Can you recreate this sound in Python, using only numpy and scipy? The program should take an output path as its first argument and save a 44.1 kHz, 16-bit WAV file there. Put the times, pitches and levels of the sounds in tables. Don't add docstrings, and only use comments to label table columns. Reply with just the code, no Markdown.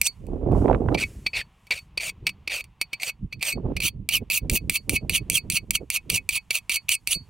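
import sys
import numpy as np
from scipy import signal
from scipy.fft import rfft, irfft, next_fast_len
from scipy.io import wavfile
from scipy.ndimage import uniform_filter1d

SR = 44100
rng = np.random.default_rng(int(sys.argv[2]) if len(sys.argv) > 2 else 0)


def file_out(sig):
    cols = np.atleast_2d(sig).T
    lim = np.clip(cols, -1, 1)
    pcm = np.round(lim * 32767).astype(np.int16)
    wavfile.write(sys.argv[1], SR, pcm)


N = 321562
T = np.arange(N) / SR
TREBLE_HZ, CUTOFF_HZ = 5500, 16100


def from_db(db):
    return np.exp(np.asarray(db) * (np.log(10) / 20))


def rms_one(x):
    return x / np.sqrt(np.mean(x ** 2) + 1e-20)


def in_time(rows):
    return np.interp(T, *np.transpose(rows))


def drift(rate):
    knots = rng.standard_normal(N // 8)
    return rms_one(np.interp(T * rate, np.arange(len(knots)), knots))


def over_pitch(hz, rows):
    at_hz, values = np.transpose(rows)
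    return np.interp(np.log(hz), np.log(at_hz), values)


def colour(x, points, resonances=(), size=4096):
    hz = np.arange(size // 2 + 1) * SR / size + 1
    db = over_pitch(hz, points)
    for centre, width, lift in resonances:
        db = db + lift / (1 + (2 * (hz - centre) / width) ** 2)
    cepstrum = irfft(np.log(from_db(db)))
    cepstrum[1:size // 2] *= 2
    cepstrum[size // 2 + 1:] = 0
    impulse = irfft(np.exp(rfft(cepstrum)))
    return signal.oaconvolve(x, impulse)[:len(x)]


def coloured_noise(points, uneven_db=0):
    return rms_one(colour(rng.standard_normal(N) * from_db(uneven_db), points))


def split(x):
    filters = (signal.butter(7, TREBLE_HZ, kind, fs=SR, output="sos") for kind in ("low", "high"))
    return [rms_one(signal.sosfilt(sos, x)) for sos in filters]


def place(x, balance, lead=((1000, 0),)):
    size = next_fast_len(N)
    hz = np.arange(size // 2 + 1) * SR / size + 1
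    ratio, turn = from_db(over_pitch(hz, balance)), over_pitch(hz, lead)
    left_right = np.array([ratio * np.exp(.5j * turn), np.exp(-.5j * turn)]) * 2 / (1 + ratio)
    return irfft(rfft(x, size) * left_right, size)[:, :N]


# frequency in Hz, relative level in dB.
RUSH_COLOUR = [(100, -7), (600, -7), (1000, 1.5), (1500, -10.5), (2800, -6), (4500, -20.5), (12000, -31.5)]
HISS_COLOUR = [(500, -7), (2500, 4), (4000, -3.5), (7500, 2.5), (11000, -1.5), (16000, -12)]
# time in seconds, level in dB.
HISS_LEVEL = [(0, -65), (.46, -82), (.58, -57.5), (.85, -75), (1.05, -54.5), (1.27, -65.5), (1.48, -81),
              (1.82, -65.5), (1.93, -91.5), (3.0, -86.5), (4.0, -90.5), (4.4, -83.5), (4.84, -72),
              (5.05, -79), (7.29, -72)]
def background(rush_db=-68.0, side_db=-11):
    rush_gain = from_db(rush_db + 2.5 * drift(4))
    hiss_gain = from_db(in_time(HISS_LEVEL))
    mid, side = (rush_gain * coloured_noise(RUSH_COLOUR) + hiss_gain * coloured_noise(HISS_COLOUR)
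                 for _ in range(2))
    return mid + from_db(side_db) * side * [[1], [-1]]


# time in seconds, relative rumble level in dB.
BREEZE = [(0, -44.5), (.16, -51), (.23, -36.5), (.33, -29), (.39, -30.5), (.5, -27.5), (.69, -21),
          (.8, -25), (.92, -24.5), (1.05, -36), (1.55, -55.5), (2.24, -45), (2.9, -57), (3.5, -49),
          (3.68, -27), (3.9, -45.5), (4.35, -48.5), (5.1, -42.5), (5.8, -43), (5.96, -54), (6.15, -41),
          (6.45, -56.5), (7.29, -50)]
# centre and length in seconds, thump and buffeting in dB.
GUSTS = [(0.318, 0.055, -30, -35), (0.534, 0.14, -24.5, -28), (0.671, 0.089, -26, -24.5),
         (0.927, .06, -33, -21), (2.254, 0.042, -43.5, -50.5), (3.243, 0.046, -37.5, -64),
         (3.369, 0.049, -41, -63.5), (3.577, .04, -26.5, -33), (3.661, 0.019, -21, -25),
         (3.715, 0.021, -23, -26.5), (3.842, 0.034, -37.5, -44.5), (3.988, 0.097, -37.5, -57.5),
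         (4.159, 0.067, -36.5, -56), (4.222, 0.019, -26, -36), (4.455, 0.037, -25, -36.5),
         (4.535, .04, -23.5, -34.5), (4.665, 0.075, -29.5, -48), (4.921, 0.057, -29, -34.5),
         (5.043, 0.032, -32, -35.5), (5.112, .06, -29.5, -42.5), (5.217, 0.021, -31.5, -43.5),
         (5.311, 0.054, -34.5, -42), (5.472, .06, -37, -47.5), (5.54, 0.01, -29.5, -42),
         (5.637, 0.017, -33, -43.5), (5.714, 0.061, -42.5, -56.5), (5.824, 0.027, -40.5, -36.5),
         (6.124, 0.063, -30, -42.5), (7.168, 0.015, -34.5, -42.5), (7.22, 0.021, -40, -67)]
def wind_levels(buffet_at_reference_db=-21.5, reference_db=-21, growth=1.704):
    rumble_db = in_time(BREEZE)
    thump = np.full(N, 1e-9)
    buffet = from_db(buffet_at_reference_db + growth * (rumble_db - reference_db))
    for s, length, thump_db, buffet_db in GUSTS:
        near = slice(int((s - 2 * length) * SR), int((s + 2 * length) * SR))
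        bell = np.exp(-2 * ((T[near] - s) / length) ** 2)
        thump[near] += from_db(thump_db) * bell
        buffet[near] = np.hypot(buffet[near], from_db(buffet_db) * bell)
    return rumble_db, 20 * np.log10(thump), 20 * np.log10(buffet)


# start in seconds, relative peak in dB.
POPS = [(0.6814, -26), (0.7287, -19.5), (0.746, -20), (0.8862, -17.5)]
# frequency in Hz, relative level in dB.
POP_COLOUR = [(200, -21.5), (900, 8), (2000, -3), (3500, -19.5), (5000, -39.5), (9000, -53)]
def pops(fade_s=0.0033, size=1024):
    out = np.zeros(N)
    for s, peak_db in POPS:
        pop = colour(rng.standard_normal(size) * np.exp(-T[:size] / fade_s), POP_COLOUR)
        at = int(s * SR)
        out[at:at + size] += from_db(peak_db) * pop / np.abs(pop).max()
    return out


# frequency in Hz, relative level in dB.
RUMBLE_COLOUR = [(20, -10.5), (45, 3.5), (110, -1), (200, -8), (300, -22.5), (600, -47.5), (1500, -94)]
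THUMP_COLOUR = [(20, -14), (45, -0.5), (80, -3.5), (130, -3), (200, -7), (300, -16), (600, -48),
                (1500, -85)]
BUFFET_COLOUR = [(60, -23), (160, -6.5), (260, 1.5), (420, -1), (650, -14.5), (900, -37.5), (1500, -44),
                 (4000, -86.5)]
BLUSTER_COLOUR = [(200, -16), (500, 7.5), (750, 7), (1100, -5.5), (1700, -26.5), (3000, -35), (8000, -66)]
# frequency in Hz, left over right in dB.
WIND_PAN = [(30, -5), (125, -6.5), (250, -6.5), (500, -12.5), (1500, -15.5)]
def wind(rumble_trim_db=-1.0, lump_db=3.0, burst_db=3.8, crackle_db=5.5, strong_db=-25, side_db=-15):
    rumble_db, thump_db, buffet_db = wind_levels()
    bluster_db = -33 + 1.5 * (buffet_db - strong_db)

    def eddies():
        lumps, bursts = lump_db * drift(40), burst_db * drift(150)
        layers = [(rumble_db + rumble_trim_db, RUMBLE_COLOUR, lumps),
                  (thump_db, THUMP_COLOUR, lumps),
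                  (buffet_db, BUFFET_COLOUR, bursts),
                  (bluster_db, BLUSTER_COLOUR, bursts + crackle_db * drift(500))]
        return sum(from_db(db) * coloured_noise(points, uneven) for db, points, uneven in layers)
    return place(eddies() + pops(), WIND_PAN) + from_db(side_db) * eddies() * [[1], [-1]]


# start in seconds, relative level in dB, brightness in dB.
TAPS = [(0.0142, -19.5, 3), (0.267, -62.5, 3.5), (0.518, -59, -3), (0.9435, -24.5, -20),
        (1.2622, -20, -21.5), (1.668, -52, -7.5), (1.706, -20.5, -16), (1.9734, -22.5, -14.5),
        (2.2668, -18.5, -11.5), (2.29, -30, -12), (2.474, -25.5, -16), (2.6408, -49.5, -1),
        (2.813, -22, -5), (2.93, -26, -13), (3.031, -25, -7), (3.324, -32.5, -23), (3.394, -58.5, -10),
        (3.4267, -24, -5), (3.765, -27.5, -10.5), (3.802, -27, -7.5), (4.089, -23, -1), (4.3, -24.5, -5.5),
        (4.497, -24.5, 1.5), (4.696, -21.5, 1), (4.894, -23, 3.5), (5.095, -22.5, -2), (5.299, -26, 8),
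        (5.5, -28.5, 6.5), (5.707, -24, 5), (5.9016, -26.5, 3.5), (6.1, -23, 1.5), (6.29, -20.5, -3),
        (6.5061, -20.5, -6), (6.6947, -24, -3.5), (6.891, -22.5, 0.5), (7.073, -25, 0.5)]
def thuds(level_db=-17, fade_s=0.0023, top_hz=750, dull_share=0.2, size=2048):
    out = np.zeros(N)
    low_band = signal.butter(2, [top_hz / 4, top_hz], "band", fs=SR, output="sos")
    for (s, tap_db, bright_db), noise in zip(TAPS, rng.standard_normal((len(TAPS), size))):
        thud = signal.sosfilt(low_band, noise * np.exp(-T[:size] / fade_s))
        peak = from_db(tap_db + level_db - dull_share * max(bright_db, -14))
        at = int(s * SR)
        out[at:at + size] += peak * thud / np.abs(thud).max()
    return out


# frequency in Hz, relative level in dB.
TAP_COLOUR = [(150, -21), (500, -21), (1100, -18), (1700, -20), (2250, 0.5), (3100, -8.5), (4300, -11.5),
              (5200, -9.5), (7000, -7.5), (8300, -3.5), (10900, -4), (12200, -18), (16000, -19.5)]
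# centre in Hz, width in Hz, lift in dB.
CONTACT_RESONANCES = [(2318, 78, 7), (2533, 370, 9.5), (4500, 360, 12.5), (5860, 220, 5.5),
                      (6946, 380, 3.5), (8380, 96, 9.5), (9170, 170, -2.5), (9660, 100, 5.5),
                      (12150, 280, 3), (12770, 910, 16), (15480, 470, 12)]
def taps(crack_s=0.000043, bounce_s=0.0049, bounce_db=-17, body_db=-5.5, treble_db=-7.5, delay_s=0.0008):
    out, size = np.zeros(N), 2048
    t = T[:size]
    for (s, level_db, bright_db), noise in zip(TAPS, rng.standard_normal((len(TAPS), size))):
        rise_s = np.interp(bright_db, [-18, -8, -2], [.001, .0002, .00002])
        bounces = from_db(bounce_db - 0.73 * bright_db) * np.exp(-t / bounce_s)
        force = noise * (np.exp(-t / crack_s) + bounces) * (1 - np.exp(-t / rise_s)) ** 2
        force[0] += np.interp(bright_db, [-14, 0], [.5, 2.5])
        struck = [(hz, width, lift + rng.normal(0, 2.5)) for hz, width, lift in CONTACT_RESONANCES]
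        body, treble = split(colour(force, TAP_COLOUR, struck))
        tap = from_db(body_db) * body + from_db(treble_db + bright_db) * treble
        at = int((s + delay_s) * SR)
        out[at:at + size] += from_db(level_db) * tap
    return out


def lifts(leave_s=.008, free_after_s=.045, tap_low_db=-18.5, tap_high_db=-24):
    moments = [(end, low_db, high_db) for _, end, *_, low_db, high_db in STROKES]
    for s, db, _ in TAPS:
        stays_on_edge = any(s < end and start < s + free_after_s for start, end, *_ in STROKES)
        if not stays_on_edge:
            moments.append((s + leave_s, db + tap_low_db, db + tap_high_db))
    return moments


# frequency in Hz, relative level in dB, nominal time to fall 60 dB in seconds.
LOW_MODES = [(2236, -3.5, 0.061), (2544, 1.5, 0.06)]
HIGH_MODES = [(4466, 3, 0.1), (5900, -11, 0.033), (6900, -17, 0.066), (8300, -7.5, 0.041),
              (9250, -10.5, 0.033), (13000, -11, .04)]
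def lift_rings(low_db=9.0, high_db=8.0, build_s=0.0051, gripped=0.88, let_ring=1.43, late_s=.002):
    out, last_end = np.zeros(N), STROKES[-1][1]
    for s, low_ring_db, high_ring_db in lifts():
        part = slice(int((s - .03) * SR), int((s + .25) * SR))
        t = T[part] - s - late_s
        stretch = let_ring if s >= last_end else gripped
        rise = np.exp(np.minimum(t, 0) / build_s)
        for modes, level_db in ((LOW_MODES, low_ring_db + low_db), (HIGH_MODES, high_ring_db + high_db)):
            for hz, mode_db, t60 in modes:
                decay = from_db(-60 * np.maximum(t, 0) / (t60 * stretch))
                strength = from_db(level_db + mode_db + rng.normal(0, 3))
                out[part] += strength * rise * decay * np.sin(2 * np.pi * (hz * t + rng.random()))
    return out


def groan(level_db=-47, start_hz=780, end_hz=480, rough=0.11, slow_s=0.11):
    gain, hz = np.zeros(N), np.full(N, float(end_hz))
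    for start, end, *_ in STROKES:
        part = slice(int(start * SR), int(end * SR))
        along = np.linspace(0, 1, len(T[part]))
        slowness = min((end - start) / slow_s, 1) ** 4
        gain[part] = slowness * np.sqrt(np.abs(np.sin(np.pi * along)))
        hz[part] = start_hz + (end_hz - start_hz) * along
    phase = 2 * np.pi * np.cumsum(hz * (1 + rough * drift(400))) / SR
    slips = np.sin(phase) * from_db(4 * drift(120))
    return from_db(level_db) * gain * rms_one(slips)


def file_reflections(x, progress, echo=0.44, near_s=.0004, travel_s=.0004):
    delay = (near_s + travel_s * progress) * from_db(1.5 * drift(5.7))
    return x + sum(echo ** k * np.interp(T - k * delay, T, x) for k in (1, 2))


# time in seconds, relative level in dB.
TOP_TREBLE = [(0, 0), (2.1, -3), (3.3, 3.5), (3.85, 3), (4.55, 5.5), (5.1, -2), (6.5, 0), (7.1, -4.5)]
def tooth_patches(x, count=22, depth_db=2.8, per_s=22, top_hz=(10500, 12500)):
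    out, size = np.zeros(N), next_fast_len(N, True)
    spectrum, hz = rfft(x, size), np.linspace(0, SR / 2, size // 2 + 1)
    centres = np.linspace(TREBLE_HZ, CUTOFF_HZ, count)
    top_db = in_time(TOP_TREBLE)
    for weights, top_share in zip(np.eye(count), np.interp(centres, top_hz, [0, 1])):
        band = irfft(spectrum * np.interp(hz, centres, weights), size)[:N]
        out += band * from_db(depth_db * drift(per_s) + top_share * top_db)
    return rms_one(out)


# start and end in seconds,
# relative level in dB at the hardest press, place of that peak from 0 to 1, swell up to it in dB,
# brightness in dB, tooth rate in Hz in mid-stroke and at the end, full share of the tooth tone from
# 0 to 1, relative after-ring of the low and of the high modes in dB.
STROKES = [(0.031, 0.078, -24.5, 0.77, 17.5, 1.5, 2426, 4300, 0.8, -44, -38),
           (0.976, 1.037, -25.5, 0.73, 3, -8.5, 2566, 2050, 0.1, -31, -54.5),
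           (1.335, 1.415, -22, 0.52, 7.5, -17, 2750, 1770, 0.3, -53, -55.5),
           (1.716, 1.789, -19.5, 0.02, 18.5, -12, 2353, 2300, 0.05, -49.5, -52.5),
           (2, 2.099, -29.5, 0.13, 1.5, -4.5, 2581, 2400, 0.05, -46, -73.5),
           (2.499, 2.608, -25.5, 0.28, 8.5, -10, 2490, 2400, 0.05, -49.5, -51.5),
           (3, 3.098, -25.5, 0.98, 12.5, -5.5, 2586, 2400, 0.05, -40, -53.5),
           (3.412, 3.526, -26, 0.57, 8.5, -5.5, 2645, 2400, 0.15, -34, -37),
           (3.819, 3.885, -21.5, 0.65, 7, -3.5, 3000, 3300, 0.3, -53, -49),
           (4.095, 4.178, -19, 0.65, 12, -9.5, 3064, 2400, 0.7, -39, -64),
           (4.309, 4.381, -25.5, 0.5, 1, -0.5, 2777, 2550, 0.45, -41.5, -58),
           (4.511, 4.572, -24, 0.86, 12.5, 1.5, 2799, 2500, 0.15, -37.5, -46.5),
           (4.703, 4.77, -20.5, 0.86, 17.5, -4.5, 2261, 2650, 0.45, -45.5, -42),
           (4.903, 4.965, -20.5, 1.0, 17.5, -4.5, 2843, 2550, 0.45, -26, -39),
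           (5.102, 5.18, -19, 0.67, 14.5, -4, 3000, 2600, 0.4, -36.5, -57.5),
           (5.303, 5.381, -20, 0.76, 17, 1, 3393, 2550, 0.6, -31.5, -38.5),
           (5.504, 5.575, -22, 1.0, 9, -3, 2689, 2340, 0.25, -31, -48),
           (5.714, 5.772, -19.5, 0.69, 30.5, -4.5, 3236, 2550, 0.45, -42, -58),
           (5.909, 5.971, -22, 0.88, 10, -4, 2944, 2550, 0.3, -35, -57.5),
           (6.098, 6.178, -23, 0.75, 9, -2.5, 2900, 2350, 0.4, -31.5, -58.5),
           (6.306, 6.376, -24.5, 0.78, 9.5, -5, 2506, 2250, 0.2, -31, -47.5),
           (6.505, 6.587, -25, 0.64, 15, -4.5, 2477, 2330, 0.1, -47, -61),
           (6.699, 6.767, -25, 0.74, 2, -3.5, 3200, 2270, 0.1, -31, -34),
           (6.887, 6.952, -18.5, 0.66, 10.5, -3.5, 3024, 2500, 0.8, -37.5, -47),
           (7.072, 7.148, -21, 0.68, 16, -2.5, 2812, 4290, 0.45, -46, -34.5)]
def stroke_motion(attack_s=0.0046, release_s=0.0047, start_speed=.88, press_width=0.27,
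                  treble_follows=0.72, slow_ends_db=4, settle_db=7.5, settle_s=0.026):
    body_gain, treble_gain, tooth_hz, tone_share, progress = np.zeros((5, N))
    for start, end, level_db, peak_at, swell_db, bright_db, mid_hz, end_hz, tone, _, _ in STROKES:
        part = slice(max(int((start - attack_s) * SR), 0), int((end + .06) * SR))
        t = T[part]
        along = np.clip((t - start) / (end - start), 0, 1)
        attack = np.clip((t - start) / attack_s + 1, 0, 1) ** 2
        gate = attack * np.exp(-np.maximum(t - end, 0) / release_s)
        press_db = swell_db * (np.exp(-((along - peak_at) / press_width) ** 2) - 1)
        settling = np.exp(-np.maximum(t - start, 0) / settle_s)
        dull_db = slow_ends_db * (2 * along - 1) ** 2 + settle_db * settling
        body_gain[part] = gate * from_db(level_db + press_db)
        treble_gain[part] = gate * from_db(level_db + bright_db + treble_follows * press_db - dull_db)
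        glide_hz = np.interp(along, [0, .45, .6, 1], [start_speed * mid_hz, mid_hz, mid_hz, end_hz])
        tooth_hz[part] = uniform_filter1d(glide_hz, size=600)
        bite = np.interp(along, [0, 0.95], [0.17, 1])
        tone_share[part] = tone * bite
        progress[part] = along
    return body_gain, treble_gain, tooth_hz, tone_share, progress


# frequency in Hz, relative level in dB.
FIRST_GRIP = [(150, -40), (550, -11), (1100, -17), (1700, -17.5), (2150, -3), (2600, -3), (3400, -9.5),
              (5000, -14.5), (7500, -19.5), (9000, -15.5), (11000, -28.5), (13700, -36), (14800, -30),
              (16000, -40)]
LATER_GRIP = [(150, -53.5), (550, -28), (1200, -19), (1650, -30), (2200, -7), (2750, -1), (3400, -7),
              (5200, -14), (6200, -3.5), (7000, -7), (10500, 0), (11800, -14.5), (14200, -16.5),
              (16000, -15.5)]
def rasp(regrip_s=3.6, grain_db=1.5, chatter_db=1.77, overtone_db=-11.0, octave_db=-13, treble_db=3.0):
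    body_gain, treble_gain, tooth_hz, tone_share, progress = stroke_motion()
    phase = 2 * np.pi * np.cumsum(tooth_hz * (1 + .02 * drift(700))) / SR
    grains = rng.standard_normal(N) * from_db(grain_db * drift(1200))
    chips = file_reflections(grains * (1 + 0.78 * np.cos(phase)), progress)
    first, later = (split(colour(chips, grip, CONTACT_RESONANCES)) for grip in (FIRST_GRIP, LATER_GRIP))
    body, treble = np.where(T < regrip_s, first, later)
    tone = rms_one(np.sin(phase) * from_db(3.2 * drift(400)))
    octave = rms_one(np.sin(2 * phase) * from_db(4 * drift(70)))
    multiples = np.zeros(N)
    for k in range(2, 6):
        harmonic = np.sin(k * phase + .5 * drift(480)) * from_db(1.7 * drift(80))
        multiples += harmonic * (k * tooth_hz < CUTOFF_HZ) / np.sqrt(k)
    overtones = rms_one(colour(multiples, LATER_GRIP, CONTACT_RESONANCES))
    body = np.sqrt(1 - tone_share) * body + np.sqrt(tone_share) * (tone + from_db(octave_db) * octave)
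    treble = tooth_patches(treble + from_db(overtone_db) * np.sqrt(tone_share) * overtones)
    chatter = rms_one(from_db(chatter_db * drift(230)))
    return chatter * (body_gain * body + from_db(treble_db) * treble_gain * treble)


# frequency in Hz, left over right in dB.
FILE_PAN = [(200, -2), (1200, -1), (2300, 0), (3300, -8.5), (5500, -3), (9000, -3.5), (12000, -2),
            (15000, 1)]
# frequency in Hz, lead of the left in radians.
FILE_LEAD = [(0, 0), (430, 0.2), (2330, -0.58), (2930, -0.39), (3700, 0.0), (4390, -0.95), (5510, -1.3),
             (6370, -1.4), (7240, -1.4), (9300, 1), (16500, 0.0055), (16700, 0.0)]
def scene(echo_db=-18, echo_s=.0017):
    metal = rasp() + groan() + taps() + thuds() + lift_rings()
    delayed = np.interp(T - echo_s, T, metal)
    echo = from_db(echo_db) * colour(delayed, [(2500, -16.5), (4500, -11), (9000, -10.5), (14000, -11)])
    return place(metal, FILE_PAN, FILE_LEAD) + echo * [[1], [-1]] + wind() + background()


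# time in seconds, side gain in dB.
STEREO_WIDTH = [(0, -0.5), (.95, -1.5), (1.1, -18), (1.3, -31), (2.22, -36), (2.29, -12), (2.8, -8.5),
                (3.6, -2.5)]
def record(dry, ceiling=.76):
    mid = dry.mean(axis=0)
    stereo = mid + from_db(in_time(STEREO_WIDTH)) * (dry - mid)
    rounded = stereo / (1 + (stereo / ceiling) ** 6) ** (1 / 6)
    return signal.sosfilt(signal.ellip(10, .1, 80, CUTOFF_HZ, fs=SR, output="sos"), rounded)


dry = scene()
out = record(dry)
file_out(out)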